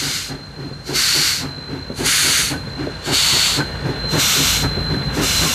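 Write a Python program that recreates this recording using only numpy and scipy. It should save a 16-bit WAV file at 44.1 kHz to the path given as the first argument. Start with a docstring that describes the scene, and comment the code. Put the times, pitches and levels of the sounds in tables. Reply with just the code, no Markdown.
"""A railway station: a steam locomotive pulls out with its carriages, passing close by.
Exhaust chuffs and hoots in the chimney four times a wheel turn; once a turn an open cylinder
drain blasts steam. The wheels rumble louder as they near and ring faintly, the turbo-generator's
whine sinks as it passes, and slack rods knock and clank. A footbridge adds a short tail to
blasts, chuffs and knocks; gain control ducks the loudest moments."""
import sys
import numpy as np
from scipy import signal
from scipy.fft import rfft, irfft, next_fast_len
from scipy.io import wavfile
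from scipy.ndimage import uniform_filter1d

SR = 44100
rng = np.random.default_rng(int(sys.argv[2]) if len(sys.argv) > 2 else 0)


def bounce(signal):
    """Save signal as a 16-bit WAV file at the path given by the first command-line argument."""
    frames = np.transpose(np.atleast_2d(signal))
    limited = np.clip(frames, -1, 1)
    pcm = np.round(limited * 32767).astype(np.int16)
    wavfile.write(sys.argv[1], SR, pcm)


N = 244314
TIME = np.arange(N) / SR
EDGE_HZ = 14290
# drain blasts, one per wheel turn: level/dB, lead steam/dB, fizz/dB, fizz tilt/dB,
# ring f/Hz, ring width/Hz, ring gain/dB, hump f/Hz, dip f/Hz
BLASTS = [(-26.5, -13, -11, -3, 4760, 530, 6.5, 6400, 9100),
          (-21, -16, -10, 0.5, 4480, 470, 10, 5600, 3200), (-19.5, -16, -7, -5.5, 4460, 340, 7, 6500, 5300),
          (-18.5, -14.5, -10, -2.5, 4430, 260, 8.5, 3750, 5800),
          (-18.5, -13.5, -8.5, 5, 3520, 940, 1.5, 5940, 9300),
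          (-23, -11.5, -8.5, 4, 2770, 230, 2, 5760, 8700)]


def amp(db):
    return 10 ** (np.asarray(db) / 20)


def unit_rms(x):
    return x / np.sqrt(np.mean(abs(x) ** 2) + 1e-20)


def bell(hz, centre_hz, width_hz):
    return np.exp(-((hz - centre_hz) / width_hz) ** 2)


def spectrum_db(points, hz):
    """Interpolate on a log-frequency axis."""
    f, db = np.transpose(points)
    return np.interp(np.log(hz + 1), np.log(f), db)


def follow(rows, t):
    """Table columns interpolated at times t."""
    times, *columns = np.transpose(rows)
    return [np.interp(t, times, column) for column in columns]


def add(mix, start_s, sound):
    part = mix[max(round(start_s * SR), 0):][:len(sound)]
    part += sound[:len(part)]


def noise(points, size):
    """Shaped noise, rms 1."""
    full = next_fast_len(size)
    shape = amp(spectrum_db(points, np.fft.rfftfreq(full, 1 / SR)))
    return unit_rms(irfft(rfft(rng.standard_normal(full)) * shape, full)[:size])


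def drift(rate_hz, size=N):
    """Smooth random motion, rms 1."""
    full = next_fast_len(size)
    hz = np.fft.rfftfreq(full, 1 / SR)
    lowpass = np.exp(-(hz / rate_hz) ** 2) * (hz > 0)
    return unit_rms(irfft(rfft(rng.standard_normal(full)) * lowpass, full)[:size])


def crank_time(turns, start_s=-.185, turns_per_s=.8746, turns_per_s2=.0186):
    """Time at which the accelerating wheels reach a turn count."""
    return start_s + (np.sqrt(turns_per_s ** 2 + 2 * turns_per_s2 * turns) - turns_per_s) / turns_per_s2


def gone_by(t, pass_s=2.7, width_s=0.25):
    """0 as the cylinder approaches, 1 once past."""
    return .5 + .5 * np.tanh((t - pass_s) / width_s)


def pressure_db(t, turn, lead_db, lead_s=0.068, crack_s=0.043, open_s=0.015, vent_s=0.045, linger_s=0.18):
    """The valve cracks to admit lead steam and opens wide; the steam expands and is released."""
    opens, sags, release = (crank_time(turn + angle) for angle in (0, 0.31, 0.42))
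    curve = [(opens - 2 * (lead_s + crack_s), -90), (opens - lead_s - crack_s, lead_db - 21.5),
             (opens - lead_s, lead_db), (opens - open_s, lead_db), (opens + open_s, 0), (sags, 0),
             (release, -10), (release + vent_s, -26), (release + vent_s + linger_s, -55)]
    return np.interp(t, *np.transpose(curve), right=-120)


def blast(turn, row, comb_hz=725, sputter_db=-0.13, sputter_hz=170):
    """Wet steam sputters through the drain cock, whose bore rings. Returns start time and sound."""
    # steam jet spectrum: f/Hz, density/dB
    jet_spectrum = [(250, -30), (850, -11.5), (1120, -2.5), (1450, 1.5), (2200, 2.46), (3000, 3.5),
                    (4100, 4.5), (5100, 0.5), (6300, 2.5), (7500, 1.5), (8800, -7), (10500, -13.5),
                    (14000, -16)]
    level_db, lead_db, fizz_db, tilt_db, ring_hz, ring_width_hz, ring_db, hump_hz, dip_hz = row
    opens_s = crank_time(turn)
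    passed = gone_by(opens_s)
    start_s = max(round(opens_s - .25, 1), 0)
    t, hz = start_s + np.arange(SR) / SR, np.fft.rfftfreq(SR, 1 / SR)
    db = spectrum_db(jet_spectrum, hz) + ring_db * bell(hz, ring_hz, ring_width_hz)
    db += 2.5 * bell(hz, hump_hz, 600) - 2 * bell(hz, dip_hz, 450)
    # once past: less body, more low roar
    db += (2 - 4.5 * passed) * bell(hz, 1830, 500) + 7 * passed * bell(hz, 730, 460)
    db += np.interp(hz, [10000, EDGE_HZ], [0, tilt_db])
    # ground and frame reflections ripple the spectrum
    db += 2 * np.cos(2 * np.pi * hz / comb_hz) * bell(hz, 2 * comb_hz, 3500) * (hz > 1.25 * comb_hz)
    db += .5 * drift(90, len(hz))
    jet = rfft(rng.standard_normal(SR)) * amp(db)
    # fizz is beamed: its share depends on where the jet points
    hiss_rms = np.std(irfft(jet * (hz > 4700) * (hz < 9000)))
    fizz_rms = np.std(irfft(jet * (hz > 10000) * (hz < 14000)))
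    crossfade = np.clip((hz - 7700) / 2500, 0, 1)
    steam = irfft(jet * ((1 - crossfade) / hiss_rms + amp(fizz_db) * crossfade / fizz_rms))
    envelope_db = level_db + pressure_db(t, turn, lead_db) + sputter_db * drift(sputter_hz, SR)
    return start_s, steam * amp(envelope_db)


def drain():
    """The open cylinder drain blasts once a turn."""
    out = np.zeros(N)
    for turn, row in enumerate(BLASTS):
        add(out, *blast(turn, row))
    return out


def chuffs(rasp_db=-7, waver_hz=20, flutter_db=2.2):
    """Each exhaust beat swells, holds and dies in the chimney: hollow note, rasp, unsteady hoot."""
    # beats of a turn: crank angle/turns, accent/dB, rise/s, hold/s, rasp/dB, low hoot/dB, high hoot/dB
    beats = [(-.035, 1.5, .022, .034, 4, -1, -2.5), (0.198, -.5, 0.026, 0.031, 4, -5, -10.5),
             (0.436, 0, 0.021, 0.014, 4.5, -1, -13.5), (.698, -1, 0.025, 0.043, -2, -3, -13)]
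    # chimney passing by: t/s, level/dB, hollow note/dB, hoot/dB, fall/s
    exhaust = [(0, -31, 2.5, -7, 0.047), (1.6, -27.5, 1.5, -8.5, 0.047), (2.9, -23.5, -3.5, 3, 0.022),
               (3.65, -21.5, 3, -13, 0.021), (4.15, -21.5, 2.5, -7.5, 0.021),
               (5.54, -22.5, -0.5, -3, 0.028)]
    # chimney hoots: f/Hz
    hoots_hz = [283.8, 376]
    # hollow note and rasp spectra: f/Hz, density/dB
    hollow_spectrum = [(60, -50), (110, -8), (141, 9), (205, -12), (275, 2.5), (325, -5.5), (390, -2),
                       (520, -16), (800, -21.5), (2000, -49)]
    rasp_spectrum = [(200, -5), (430, -2), (650, -4), (850, -1), (1200, -6.5), (1550, -2.5), (2300, -10.5),
                     (4500, -16.5), (8000, -29), (14000, -46)]
    hollow_env, rasp_env, low_env, high_env = np.zeros((4, N))
    for turn in range(len(BLASTS)):
        for angle, accent_db, rise_s, hold_s, throat_db, low_db, high_db in beats:
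            beat_s = crank_time(turn + angle)
            level_db, hollow_db, hoot_db, fall_s = follow(exhaust, beat_s)
            t = TIME - beat_s
            exponent = np.where(t < 0, (t / rise_s) ** 2, (np.maximum(t - hold_s, 0) / fall_s) ** 1.08)
            beat = amp(level_db + accent_db) * np.exp(-exponent)
            hollow_env += beat * amp(hollow_db)
            rasp_env += beat * amp(throat_db)
            low_env += beat * amp(hoot_db + low_db)
            high_env += beat * amp(hoot_db + high_db)
    phases = [2 * np.pi * np.cumsum(hz + waver_hz * drift(58.8)) / SR for hz in hoots_hz]
    low, high = (unit_rms(np.sin(phase)) for phase in phases)
    hoots = (low_env * low + high_env * high) * amp(flutter_db * drift(46))
    hollow = noise(hollow_spectrum, N)
    hollow /= np.sqrt(uniform_filter1d(hollow ** 2, size=1500) + 1e-3)  # steady push within a beat
    return hollow_env * hollow + amp(rasp_db) * rasp_env * noise(rasp_spectrum, N) + hoots


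def rolling(leak_before_db=-48.5, leak_after_db=-43):
    """Wheels rumble, ironwork rattles; the glands leak steam, plainer once the cylinder is past."""
    # tender and carriages nearing: t/s, rumble/dB, clatter/dB
    approach = [(0.0, -37, -48), (0.28, -39, -46.5), (3.07, -33, -38), (3.59, -30.5, -35),
                (5.54, -24.5, -33)]
    # wheel, ironwork and gland spectra: f/Hz, density/dB
    rumble_spectrum = [(20, -42), (38, -32), (56, 1), (72, -11.5), (92, -2), (115, -13.5), (142, -3.5),
                       (190, -12), (300, -16), (600, -45.5), (1500, -53)]
    clatter_spectrum = [(150, 3.5), (300, -5.5), (450, 6), (650, 0), (950, -1), (1280, -2), (1540, 2.5),
                        (1750, -3), (2550, -7.5), (2800, -7), (3150, -10), (3700, -9), (6000, -52)]
    leak_spectrum = [(1500, 12), (3000, -29), (4350, 14), (5000, 4.5), (6400, 4.5), (8500, -2), (11000, -9),
                     (14000, -45)]
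    rumble_db, clatter_db = follow(approach, TIME)
    leak_db = leak_before_db + (leak_after_db - leak_before_db) * gone_by(TIME)
    rumble = noise(rumble_spectrum, N) * amp(rumble_db + 1.2 + 1.64 * drift(rate_hz=7.3))
    clatter = noise(clatter_spectrum, N) * amp(clatter_db + 3 + 0.94 * drift(rate_hz=45))
    leak = noise(leak_spectrum, N) * amp(leak_db + .5 * drift(rate_hz=20))
    return rumble + clatter + leak


def generator(blade_hz=4101, shaft_hz=53, waver_hz=2.03, echo_db=-43):
    """Doppler-shifted turbine blade tone with shaft-rate sidebands and scattered echoes."""
    # whine: t/s, blade tone/dB, lower sideband/dB
    whine = [(0, -33.5, -48), (.6, -48, -49), (.9, -37.5, -52), (1.6, -47, -41), (2.55, -39, -44.5),
             (3.1, -42, -39), (3.6, -28.5, -53), (3.92, -40.5, -68), (4.07, -25.5, -57), (5.02, -27.5, -45),
             (5.19, -35, -50), (5.38, -21.5, -48), (5.54, -30.5, -50)]
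    speed_m_per_s, sound_m_per_s, distance_m, closest_s = 3.4, 343, 6.5, 4.35
    blade_db, lower_db = follow(whine, TIME)
    ahead_m = speed_m_per_s * (closest_s - TIME)
    hz = blade_hz * (1 + speed_m_per_s / sound_m_per_s * ahead_m / np.hypot(ahead_m, distance_m))
    phase = 2 * np.pi * np.cumsum(hz + waver_hz * drift(8.1)) / SR
    shaft = np.exp(2j * np.pi * shaft_hz * TIME)
    fading = 1 + 0.62 * (drift(2.2) + 1j * drift(8))
    sidebands = (amp(lower_db) / shaft + amp(blade_db - 16) * shaft) * fading
    echoes = amp(echo_db) * unit_rms(drift(45) + 1j * drift(45))
    blade = amp(blade_db + drift(7.3))
    tone = ((blade + sidebands + echoes) * np.exp(1j * phase)).real
    octave = amp(blade_db - 41) * np.cos(2 * phase)
    return np.sqrt(2) * (tone + octave)


def wheel_ring(before_db=-17, after_db=-1, width_hz=9):
    """The rails excite the wheels' modes, plainer once the engine is alongside."""
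    # wheel modes: f/Hz, level/dB
    modes = [(1475, -50.5), (1599, -45), (1820, -47), (2842, -52), (2896, -55), (3467, -51), (3580, -58)]
    ring = np.zeros(N)
    for hz, db in modes:
        excitation = drift(width_hz) + 1j * drift(width_hz)
        ring += amp(db) * unit_rms((excitation * np.exp(2j * np.pi * hz * TIME)).real)
    return ring * amp(before_db + (after_db - before_db) * gone_by(TIME))


def knocks(thump_db=-8, thump_decay_s=0.024, knock_rise_s=0.00057, clank_rise_s=0.0015):
    """Slack in rods and couplings closes with a thud; steel parts ring briefly."""
    # running-gear knocks: t/s, level/dB, f/Hz, decay/s
    thuds = [(0.712, -24.5, 139.2, 0.036), (1.578, -26, 149.5, 0.019), (1.9012, -16, 236, 0.0076),
             (2.3925, -24, 165, 0.016), (2.67, -23.5, 130, 0.025), (2.871, -15.5, 356, 0.0062),
             (3.595, -23, 149, 0.0085), (4.041, -20, 122, 0.019), (4.773, -12.5, 197, 0.0037)]
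    # dull blow spectrum: f/Hz, density/dB
    thump_spectrum = [(80, -22), (180, 2), (450, 6), (700, -9), (1100, -21), (2000, -30), (4000, -36),
                      (9000, -55)]
    # rod and coupling clanks: t/s, level/dB, pitch ratio
    clanks = [(1.44, -47, 0.82), (2.54, -33, 0.97), (3.604, -25, 0.975), (4.641, -34, 0.84),
              (5.228, -31, .8), (5.46, -30, 0.68)]
    # rod modes: f/Hz, level/dB, t60/s
    rod_modes = [(1566, 10, 0.14), (1670, -31, 0.13), (1450, -21, 0.099)]
    out, t = np.zeros(N), np.arange(SR // 4) / SR
    for start_s, db, hz, decay_s in thuds:
        phase = 2 * np.pi * hz * t
        thud = (np.sin(phase) + .5 * np.sin(1.64 * phase)) * np.exp(-t / decay_s)
        thump = amp(thump_db) * noise(thump_spectrum, len(t)) * np.exp(-t / thump_decay_s)
        add(out, start_s, amp(db) * (thud + thump) * (1 - np.exp(-t / knock_rise_s)))
    for start_s, db, pitch in clanks:
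        ring = sum(amp(mode_db - 60 * t / t60_s) * np.sin(2 * np.pi * (pitch * hz * t + rng.random()))
                   for hz, mode_db, t60_s in rod_modes)
        add(out, start_s, amp(db) * ring * (1 - np.exp(-t / clank_rise_s)))
    return out


def footbridge(x, wet_db=-19, t60_s=0.28, taps_per_s=2000, delay_s=.012):
    """Ironwork overhead scatters a short, faint tail."""
    t = np.arange(SR // 2) / SR
    taps = rng.standard_normal(len(t)) * (rng.random(len(t)) < taps_per_s / SR) * (t > delay_s)
    tail = taps * amp(-60 * t / t60_s)
    return x + amp(wet_db) * signal.oaconvolve(x, tail / np.linalg.norm(tail))[:N]


def gain_control(x, threshold_db=-15, ratio=7, recovery_db_per_s=45):
    """Ducks everything during a loud blast; recovers quickly."""
    power_db = 10 * np.log10(abs(uniform_filter1d((x ** 2).mean(0), size=700)) + 1e-12)
    ramp_db = TIME * recovery_db_per_s
    held_db = np.maximum.accumulate(power_db + ramp_db) - ramp_db
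    over_db = np.maximum(held_db - threshold_db, 0)
    return x / amp((1 - 1 / ratio) * uniform_filter1d(over_db, size=300))


def scene():
    """The whole train, identical in both channels."""
    train = footbridge(drain() + chuffs() + knocks()) + rolling() + generator() + wheel_ring()
    return np.array([train, train])


def record(dry, low_cut_hz=39):
    """Low cut, gain control, band limit."""
    low_cut = signal.butter(4, low_cut_hz, "high", fs=SR, output="sos")
    band_limit = signal.firwin(701, EDGE_HZ, window=("kaiser", 9), fs=SR)
    return signal.oaconvolve(gain_control(signal.sosfilt(low_cut, dry)), band_limit[None], "same")


dry = scene()
out = record(dry)
bounce(out)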